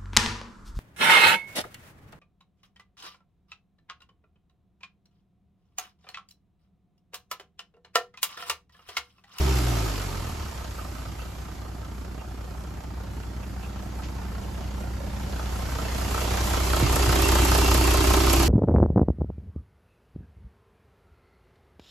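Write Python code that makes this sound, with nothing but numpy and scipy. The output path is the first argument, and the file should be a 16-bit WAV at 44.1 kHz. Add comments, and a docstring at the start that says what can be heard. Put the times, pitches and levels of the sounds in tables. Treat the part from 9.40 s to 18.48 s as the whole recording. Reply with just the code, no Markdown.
"""A six-cylinder truck diesel drops from a rev to idle in an open yard, its cab tilted up.
Each firing (fuel burning in one cylinder) booms, thuds in the engine block, knocks and clatters;
the fuel injectors tick just ahead of it. Loose parts squeak, clink and ping.
A hand-held microphone starts beside the engine, passes the cab front, which muffles the sound,
and ends close to the injection pump."""
import sys
import numpy as np
from scipy import signal
from scipy.fft import rfft, irfft, next_fast_len
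from scipy.io import wavfile
from scipy.ndimage import uniform_filter1d, map_coordinates

SR = 44100
rng = np.random.default_rng(int(sys.argv[2]) if len(sys.argv) > 2 else 0)


def master_out(mix):
    """Clip the mix to full scale and print it as 16-bit PCM to the path in sys.argv[1]."""
    frames = np.transpose(np.atleast_2d(mix))
    ceiling = np.clip(frames, -1, 1)
    pcm = np.round(ceiling * 32767).astype(np.int16)
    wavfile.write(sys.argv[1], SR, pcm)


N = 400428

RISE_S = .0007  # how fast a rattle builds up in the metal
# how hard each cylinder hits, in firing order: thud/dB, knock/dB, injector/dB
CYLINDER_LEVELS = [(-1, 2, 4), (1, -.5, 1), (1.5, -.5, -2), (-1, -1, -1), (.5, 1, .5), (.5, 1.5, 2)]
# tone colour of rattling steel: f/Hz, level/dB
CLATTER_COLOUR = [(900, -3.5), (1700, 1.5), (1950, 2), (2450, 2.5), (2900, 3), (3700, 0.5), (4600, 1.5),
                  (6400, -0.5), (7500, -4), (10000, -103)]
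# tone colour of an injector's tick: f/Hz, level/dB
TICK_COLOUR = [(4000, -50), (6500, 13), (7500, 19), (8500, 13.5), (9700, 8.5), (10700, 16.5), (11800, 18),
               (13600, 13.5), (14500, -13)]


def amp(db):
    """Turn decibels into a factor to multiply by."""
    return 10 ** (np.asarray(db) / 20)


def unit(x):
    """Scale x to an average strength (rms) of 1."""
    return x / np.sqrt(np.mean(x ** 2) + 1e-20)


def along(points, hz):
    """Read a value between (frequency, value) points, on a log frequency axis."""
    f, values = np.transpose(points)
    return np.interp(np.log(hz + 1), np.log(f + 1), values)


def curve(points):
    """Join (time, value) points into one value per sample."""
    return np.interp(np.arange(N) / SR, *np.transpose(points))


def noise():
    """Two unrelated channels of hiss."""
    return rng.standard_normal((2, N))


def wobble(rate):
    """A smooth random curve through `rate` points a second."""
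    return map_coordinates(rng.standard_normal(int(N * rate / SR) + 4), [np.arange(N) * rate / SR])


def swells(rows):
    """A bell-shaped rise and fall for each (time, length, dB) row, paired with its dB."""
    t = np.arange(N) / SR
    return [(np.exp(-((t - s) / length) ** 2), db) for s, length, db in rows]


def strikes(rows, t60, attack):
    """The loudness of single blows over time; each dies away by 60 dB in t60 seconds."""
    out, t = np.zeros(N + SR), np.arange(SR // 2) / SR
    for s, db in rows:
        out[round(s * SR):][:len(t)] += amp(db - 60 * t / t60) * (1 - np.exp(-t / attack))
    return out[:N]


def filtered(x, response):
    """Multiply each frequency in x by response(frequency)."""
    size = next_fast_len(N + SR // 2)
    return irfft(rfft(x, size) * response(np.fft.rfftfreq(size, 1 / SR)), size)[..., :N]


def coloured(x, colour):
    """Give x a tone colour, at strength 1."""
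    return unit(filtered(x, lambda hz: amp(along(colour, hz))))


def rung(x, modes):
    """Let x ring a part's resonances, its natural notes (f/Hz, width/Hz, level/dB), at strength 1."""
    return unit(filtered(x, lambda f: sum(amp(db) * 1j * f * width / (hz * hz - f * f + 1j * f * width)
                                          for hz, width, db in modes)))


def roaming(x, modes, swing_db):
    """Let x ring resonances that each swell and fade at random, as for a moving listener."""
    out = 0
    for k, (hz, width, db) in enumerate(modes):
        ring = unit(signal.lfilter(*signal.iirpeak(hz, hz / width, SR), x))
        out += amp(db + swing_db * wobble(2.8)) * np.sqrt(width) * ring * (-1) ** k
    return unit(out)


def metallic(x, depth_db):
    """Add the many small resonances of cast metal, each swelling and fading at random."""
    spectra = signal.stft(x, nperseg=1024)[2]
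    ripple = uniform_filter1d(rng.standard_normal(spectra.shape[1:]), size=2, axis=0)
    ripple = uniform_filter1d(ripple, size=8, axis=1)
    return unit(signal.istft(spectra * amp(depth_db * unit(ripple)), nperseg=1024)[1][:, :N])


def blows(crank, at, cylinder_db, scatter_db, jitter):
    """One click per firing, sized by its cylinder; `at` and `jitter` are shares of the gap to the next."""
    firing = np.arange(int(crank[-1]))
    early_late, size = rng.standard_normal((len(firing), 2)).T
    where = np.searchsorted(crank, firing + at + jitter * early_late).clip(0, N - 1)
    return np.bincount(where, amp(np.resize(cylinder_db, len(firing)) + scatter_db * size), N)


def rattle(crank, hits, t60, wash, repeat, smear=0):
    """Each hit starts a dying burst of noise over a steady wash; smear (0-1) blurs the bursts."""
    firing, cylinders = crank.astype(int), len(CYLINDER_LEVELS)
    age = np.arange(N) - np.searchsorted(firing, firing)  # samples since the firing began
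    own_noise = rng.standard_normal((2, cylinders, SR // 10))[:, firing % cylinders, age]
    share = np.clip(repeat, 0, 1) * (1 - smear)  # this much is the same each time a cylinder fires
    hiss = np.sqrt(share) * own_noise + np.sqrt(1 - share) * noise()
    t = np.arange(SR // 2) / SR
    burst = amp(-60 * t / t60) * (1 - np.exp(-t / RISE_S))
    power = np.abs(signal.fftconvolve(hits ** 2, burst ** 2)[:N])
    blurred = np.abs(uniform_filter1d(power, size=int(.011 * SR)))  # spread over 11 ms
    power = (1 - smear) * power + smear * blurred
    return np.sqrt((power / power.mean() + wash ** 2) / (1 + wash ** 2)) * hiss


def part_levels(exposure_db, speed_db, intake_side):
    """Each part's level in dB: its direct sound plus what leaks past the cab, shifted by engine speed."""
    # by part: level close by at idle/dB, dB per dB of exposure, leak past the cab/dB,
    # dB per dB of engine speed, change on the air intake side/dB
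    parts = { "boom": (-22, 1.2, -10.5, 1.19, -5.5), "rumble": (-35.5, 0.97, -6, .5, -4.5),
             "block": (-24, 2, -26.5, 0.65, 0.5), "knock": (-30, 0.7947, -17.5, -0.38, -3),
             "head": (-29.5, 1.34, -29.5, -1.7, 7), "clatter": (-30, 1.0, -41, -0.47, 0.5),
             "injectors": (-35.5, 1.07, -58, -0.7, 1), }
    levels = {}
    for part, (close_db, falloff, leak_db, rev_slope, side_db) in parts.items():
        path_db = 20 * np.log10(np.hypot(amp(falloff * exposure_db), amp(leak_db)))
        levels[part] = close_db + path_db + rev_slope * speed_db + side_db * intake_side
    return levels


def stereo(pair):
    """Turn a direct sound and its reflections into left and right."""
    # where the direct sound sits: f/Hz, lean (-1 right, 1 left)
    lean = [(60, 0), (130, -0.08), (350, -0.36), (680, -0.6), (1240, -0.06), (2300, -0.16), (4200, -0.25),
            (8000, 0)]
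    # how much the reflections widen it: f/Hz, level/dB
    width = [(60, -12), (120, -10), (350, -6.5), (680, -4.5), (1240, -5.5), (2300, -3.5), (5000, -2.5),
             (6600, -6), (8600, 8), (9800, 9.5), (11200, -9.5), (14000, -7)]
    direct, reflected = pair
    side = filtered(direct, lambda hz: along(lean, hz))
    side += filtered(reflected, lambda hz: amp(along(width, hz)))
    return np.array([direct + side, direct - side])


def handling():
    """Moving air and the hand bump the microphone."""
    # puffs of air: t/s, length/s, level/dB
    puffs = [(1.69, 0.021, -35), (7.455, 0.03, -25), (7.547, 0.018, -28), (7.69, 0.02, -22)]
    # soft bumps of the hand: t/s, level/dB
    bumps = [(7.425, -15)]
    air = coloured(noise(), [(20, -6), (50, 9), (110, 20), (300, -6), (700, -47)])
    out = sum(amp(db) * bell for bell, db in swells(puffs)) * air
    t = np.arange(SR // 10) / SR
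    pitch_hz = 90 + 380 * np.exp(-t / .0037)  # a tap that sags into a thud
    thud = np.sin(2 * np.pi * np.cumsum(pitch_hz) / SR)
    for s, db in bumps:
        out[0, round(s * SR):][:len(t)] += amp(db - 60 * t / .12) * thud
    return out


def panel():
    """A panel booms briefly as the falling engine speed crosses its resonance."""
    # the panel's swells: t/s, length/s, level/dB
    booms = [(.55, .1, -48), (.74, 0.06, -51), (1.11, 0.062, -53)]
    return sum(amp(db) * bell for bell, db in swells(booms)) * rung(noise(), [(443, 12, 0)])


def squeaks():
    """Shaken parts of the cab rub in short, rough chirps."""
    # the rubs: t/s, length/s, f/Hz, level/dB
    rubs = [(1.407, 0.025, 2740, -56), (1.808, 0.027, 2690, -52), (2.804, .02, 2700, -55),
            (3.833, .007, 2680, -50), (3.974, .005, 2150, -51), (4.037, 0.013, 2600, -52),
            (4.24, 0.029, 2650, -52), (4.377, .02, 2720, -56), (4.69, .006, 2440, -54),
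            (4.837, .02, 2780, -58), (5.042, 0.013, 2750, -55), (5.154, .007, 2700, -54),
            (5.237, .025, 2880, -54), (5.278, .006, 2750, -52), (5.43, .012, 2620, -55)]
    width_hz = 260
    out, t = np.zeros((2, N)), np.arange(-SR // 10, SR // 10) / SR
    for s, length, hz, db in rubs:
        chirp = signal.lfilter(*signal.iirpeak(hz, hz / width_hz, SR), rng.standard_normal((2, len(t))))
        out[:, round((s + t[0]) * SR):][:, :len(t)] += amp(db) * np.exp(-(t / length) ** 2) * unit(chirp)
    return out


def clink():
    """A loose part clinks with a short burst of bright noise."""
    # its tap: t/s, level/dB
    taps = [(4.632, -41.5)]
    return strikes(taps, t60=.16, attack=.003) * coloured(noise(), CLATTER_COLOUR)


def pings():
    """A loose steel part rings with one slightly wavering note each time it is hit."""
    # the hits: t/s, level/dB, f/Hz, ring time/s
    hits = [(6.44, -43, 2700, .15), (7.838, -24, 2700, .15), (8.025, -36, 2730, .3),
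            (8.227, -30.5, 2735, .42), (8.43, -33.5, 2735, .26), (8.62, -34, 2730, .26)]
    t = np.arange(N) / SR
    waver = .5 * np.array([wobble(120), wobble(120)])
    return np.sqrt(2) * sum(strikes([(s, db)], t60, attack=.004) * np.sin(2 * np.pi * hz * t + waver)
                            for s, db, hz, t60 in hits)


def snaps():
    """A few sharp injector snaps stand out of the idle."""
    # the snaps: t/s, relative level/dB
    hits = [(7.3612, -42), (7.5572, -35), (7.8176, -38), (7.8835, -35), (8.3404, -36), (8.9294, -29)]
    return amp(9) * strikes(hits, t60=.04, attack=.0006) * coloured(noise(), TICK_COLOUR)


def rumble(crank, in_front, intake_side, overrun):
    """The frame and panels shake, while crankshaft, belts and fan hum."""
    # tone colour of the shaking: f/Hz, level/dB
    shake_colour = [(20, -8), (42, 4), (60, 9), (105, 6.5), (150, 2.5), (230, 0.5), (300, -1.5),
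                    (420, -8.5), (600, -70)]
    # notes of the hum: multiple of the firing rate, level/dB, change in front/dB, on the intake side/dB
    hum_notes = [(7 / 3, -7, 1, 0), (10 / 3, -6, -2, 3), (4.27, -7, -3, -8), (5, -12, 1, 4), (6, -14, 4, 2),
                 (6.59, -10, 9.5, -3), (9, -12, -5, -8)]
    hits = blows(crank, at=.394, cylinder_db=0, scatter_db=1, jitter=.065)
    shake = coloured(rattle(crank, hits, t60=.06, wash=1, repeat=.4), shake_colour)
    hum = 0
    for k, db, front_db, side_db in hum_notes:
        gain = amp(db + front_db * in_front + side_db * intake_side + 1.8 * wobble(3))
        hum += gain * np.sqrt(2) * np.sin(2 * np.pi * k * crank + .04 * k * wobble(7))
    hum = filtered(hum, lambda hz: amp(along([(400, 0), (600, -20)], hz)))
    return amp(3.3) * shake + (1 - .7 * overrun) * hum * [[1], [.4]]  # direct, reflected


def injectors(crank, cylinder_db, hidden):
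    """Injector needles snap shut over the pump's uneven fizz; behind the cab they melt into it."""
    hits = blows(crank, at=.2, cylinder_db=cylinder_db, scatter_db=1.2, jitter=.02)
    bursts = rattle(crank, hits, t60=.06, wash=1.15 + 2 * hidden, repeat=.07, smear=hidden)
    ticks = metallic(coloured(bursts, TICK_COLOUR), depth_db=1.2)
    return amp(wobble(22) + .4 * wobble(7)) * ticks


def clatter(crank, cylinder_db, exposure_db):
    """Valves and gears rattle around every firing; close by, a loose steel part sings along."""
    hits = blows(crank, at=.28, cylinder_db=cylinder_db, scatter_db=1.8, jitter=.029)
    hits += blows(crank, at=.52, cylinder_db=-2, scatter_db=1.2, jitter=.08)
    gears = coloured(rattle(crank, hits, t60=.053, wash=1.43, repeat=.18), CLATTER_COLOUR)
    gears = metallic(gears, depth_db=2.2)
    steel_modes = [(2670, 51, 4), (3170, 43, 1), (4670, 140, -7)]
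    steel = rung(rattle(crank, hits, t60=.03, wash=.45, repeat=.27), steel_modes)
    return amp(.12 * wobble(4)) * gears + amp(-15 + 1.2 * exposure_db + 3 * wobble(8)) * steel


def hard_knocks():
    """Single hard knocks ring the engine's head (its top) and side covers, a little differently each time."""
    # the knocks: t/s, level/dB, side covers against the head/dB
    knocks = [(.381, -36, -12), (.459, -33, -3), (.494, -33, -8), (.6096, -38, -12), (0.7457, -34, -16),
              (.844, -38.5, -12.5), (0.946, -45, -14), (1.002, -34.5, -19.5), (1.06, -37.5, -21),
              (1.184, -37, -22), (1.222, -41, -14), (1.353, -41, -14), (1.3883, -33, -9),
              (1.554, -37.5, -14), (1.592, -41, -14), (1.658, -39, -8), (1.7914, -41, -8), (1.858, -43, -8),
              (2.055, -44, -8), (2.256, -45, -10), (2.43, -42, -10), (2.818, -45, 2), (3.147, -44, 1),
              (4.5954, -40, 0), (5.3791, -42, 3), (5.994, -34, 0), (6.386, -28.5, -10),
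              (6.7456, -27.5, -11), (6.777, -23, -20), (6.973, -30, -9), (7.1366, -24, -20),
              (7.172, -29, -14), (7.3326, -21, -8), (7.693, -27, -10), (7.7284, -28, -4), (7.952, -25, 0),
              (8.051, -29, 4), (8.1172, -21.5, -3), (8.149, -25.5, 1), (8.3127, -24, -3), (8.346, -24, -1),
              (8.709, -27, -2), (8.739, -26, 0), (8.772, -28, 0)]
    # what rings: f/Hz, level/dB, ring time/s, cover share (near 0 the head, 1 a side cover)
    modes = [(1240, -4.5, 0.12, 0.14), (1314, -4, 0.12, 0.11), (1518, -5, 0.052, 0.092), (627, -9, 0.19, 1),
             (876, -0.5, 0.082, 1), (1028, -11, 0.16, 1)]
    out, t = np.zeros((2, N + SR)), np.arange(SR // 5) / SR
    hz, mode_db, t60, cover_share = np.transpose(modes)[..., None]
    for s, db, covers_db in knocks:
        detune, size, *phase = rng.standard_normal((4, len(modes), 1))
        ring = np.sin(2 * np.pi * (hz * (1 + .012 * detune) * t + np.array(phase)))
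        ring *= amp(db + mode_db + cover_share * covers_db + .5 * size - 60 * t / t60)
        out[:, round(s * SR):][:, :len(t)] += ring.sum(axis=1) * (1 - np.exp(-t / RISE_S))
    return out[:, :N]


def block(crank, cylinder_db, overrun):
    """Firings thud the engine block into a growl; as the revs fall, fuel is cut and a shudder takes over."""
    # the block's resonances: f/Hz, width/Hz, level/dB
    modes = [(277, 12, -12.5), (294, 4.9, -7), (319.6, 61, -2), (379, 24, -4), (396, 15, -9)]
    # the range of sound the block gives off: f/Hz, level/dB
    band = [(130, -42), (255, -0.5), (410, 2.5), (480, -13.5), (800, -36)]
    # clear notes in the growl: multiple of the firing rate, level/dB
    growl_notes = [(14 / 3, -8), (17 / 3, -10), (9, -16), (10, -17), (11, -12.5), (12, -19), (13, -19)]
    hits = blows(crank, at=.357, cylinder_db=cylinder_db, scatter_db=2, jitter=.0069)
    shudder = rung(rattle(crank, hits, t60=.11, wash=2.9, repeat=.62), modes)
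    thuds = rung(hits, modes) * [[1], [.35]]
    growl = (1 - .75 * overrun) * thuds + amp(-1 + 4 * overrun) * shudder
    notes = sum(amp(db + 1.7 * wobble(4)) * np.sqrt(2) * np.sin(2 * np.pi * k * crank + .84 * wobble(7))
                for k, db in growl_notes)
    notes = filtered(notes, lambda hz: amp(along(band, hz)))
    return amp(-4) * coloured(growl, band) + notes * [[1], [.4]]


def knock(crank, cylinder_db, knock_db, head_db, hidden):
    """Fuel lights with a hammer blow, then the piston slaps; the engine's head and side covers ring."""
    # tone colour of the knock: f/Hz, level/dB
    body_colour = [(250, -39), (450, 2), (600, 1.5), (770, 1.5), (950, -8), (1350, -2), (1650, -6.5),
                   (2400, -13.5), (5000, -51)]
    # resonances of the side covers: f/Hz, width/Hz, level/dB
    cover_modes = [(540, 7.3, -14), (619, 60, -2), (796, 35, 2), (905, 45, 4.5), (1062, 50, 2)]
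    # resonances of the head: f/Hz, width/Hz, level/dB
    head_modes = [(1205, 42, 1.5), (1289, 35, -2), (1487, 33, -12.5)]
    burn = blows(crank, at=.34, cylinder_db=.6 * cylinder_db, scatter_db=.5, jitter=.02)
    slap = blows(crank, at=.75, cylinder_db=0, scatter_db=1, jitter=.069)
    hits = burn + amp(-4) * slap
    echo = np.roll(burn, round(.0023 * SR))  # back off the truck's frame 2.3 ms later
    hammer = .45 * unit(np.array([burn, echo]))
    wash, smear = .38 + .12 * hidden, .1 + .5 * hidden  # detours round the cab blur the knock
    body = rattle(crank, hits, t60=.065, wash=wash, repeat=.4, smear=smear)
    body = metallic(coloured(body, body_colour), depth_db=2.5)
    cover_rattle = rattle(crank, hits, t60=.07, wash=wash, repeat=.6, smear=smear)
    covers = roaming((1 - hidden) * hammer + cover_rattle, cover_modes, swing_db=1.3)
    head = rung(hammer + rattle(crank, burn, t60=.05, wash=.35, repeat=.4, smear=.7 * smear), head_modes)
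    # close by the covers ring clearly; further off their notes melt into the body of the knock
    direct = np.clip(.48 + .046 * (knock_db + 31), .25, .9)
    blend = np.sqrt(1 - direct) * body + np.sqrt(direct) * covers
    return amp(knock_db) * blend + amp(head_db - 6.5) * head


def boom(crank, rate, in_front):
    """The engine's deep pulsing: its notes follow the firing rate; unequal cylinders add a slow throb."""
    # the notes: multiple of the firing rate, level/dB, change in front of the cab/dB
    notes = [(1, 0.5, -4), (2, -0.5, 0), (3, -6, 1.5)]
    # the body they pass through: f/Hz, level/dB
    body = [(30, -17.5), (42, -5), (60, 1), (72, 3), (92, -6), (119, -0.5), (140, -8.5), (200, -14)]
    throb = amp(.094 * np.cos(2 * np.pi * crank / 3) + .55 * wobble(42) + .26 * wobble(8.3))
    tone = 0
    for k, db, front_db in notes:
        gain = amp(db + front_db * in_front + along(body, k * rate))
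        tone += gain * np.sqrt(2) * np.cos(2 * np.pi * k * (crank - .84))
    return tone * throb


def scene():
    """One crankshaft drives the engine's parts; the cab hides more treble than bass as we walk past."""
    # engine speed, falling just below idle and settling: t/s, firing rate/Hz
    speed = [(0, 69.336), (.3, 59.454), (.55, 49.798), (1.25, 28.992), (1.9, 30.197), (4, 30.376),
             (5, 30.638), (9.08, 30.595)]
    # exposure, how openly the engine is heard given distance and the cab: t/s, level/dB
    exposure = [(0, -6), (0.35, -6.5), (.8, -14), (1.15, -18.5), (1.8, -22), (2.5, -26.5), (3.6, -26),
                (4.4, -23.5), (5.6, -21.5), (6.8, -7.5), (7.85, -0.24), (9.08, 0.3)]
    # the bass dips briefly: t/s, length/s, change/dB
    dips = [(1.12, 0.02, -6), (1.92, 0.015, -4), (2.83, 0.016, -10), (3.42, 0.012, -11),
            (7.527, 0.0066, -8)]
    idle_hz, front_s, half_crossing_s = 30.5, 4.56, 1.44
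    rate, exposure_db = curve(speed), curve(exposure)
    crank = np.cumsum(rate) / SR  # firings so far
    overrun = np.clip(rate / idle_hz - 1, 0, 1)  # 0 at idle, 1 from twice that speed
    across = (np.arange(N) / SR - front_s) / half_crossing_s  # -1 and 1 at the cab's corners
    intake_side, in_front = np.clip((1 - across) / 2, 0, 1), np.exp(-across ** 2)
    hidden = np.clip(-exposure_db / 20, 0, 1)  # fully behind the cab at 20 dB down
    db = part_levels(exposure_db, 20 * np.log10(rate / idle_hz), intake_side)
    thud_db, burn_db, needle_db = np.transpose(CYLINDER_LEVELS)
    dip = amp(sum(depth_db * bell for bell, depth_db in swells(dips)))
    engine = dip * amp(db["rumble"]) * rumble(crank, in_front, intake_side, overrun)
    engine += amp(db["block"] - 2.5) * block(crank, thud_db, overrun)
    engine += knock(crank, burn_db, db["knock"], db["head"], hidden)
    engine += amp(db["clatter"]) * clatter(crank, burn_db, exposure_db)
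    engine += amp(db["injectors"]) * injectors(crank, needle_db, hidden)
    events = hard_knocks() + squeaks() + snaps() + clink() + pings() + panel() + handling()
    return stereo(engine + events) + dip * amp(db["boom"]) * boom(crank, rate, in_front)


def record(dry):
    """Cut off the very highest treble."""
    return filtered(dry, lambda hz: hz < 14450)


dry = scene()
out = record(dry)
master_out(out)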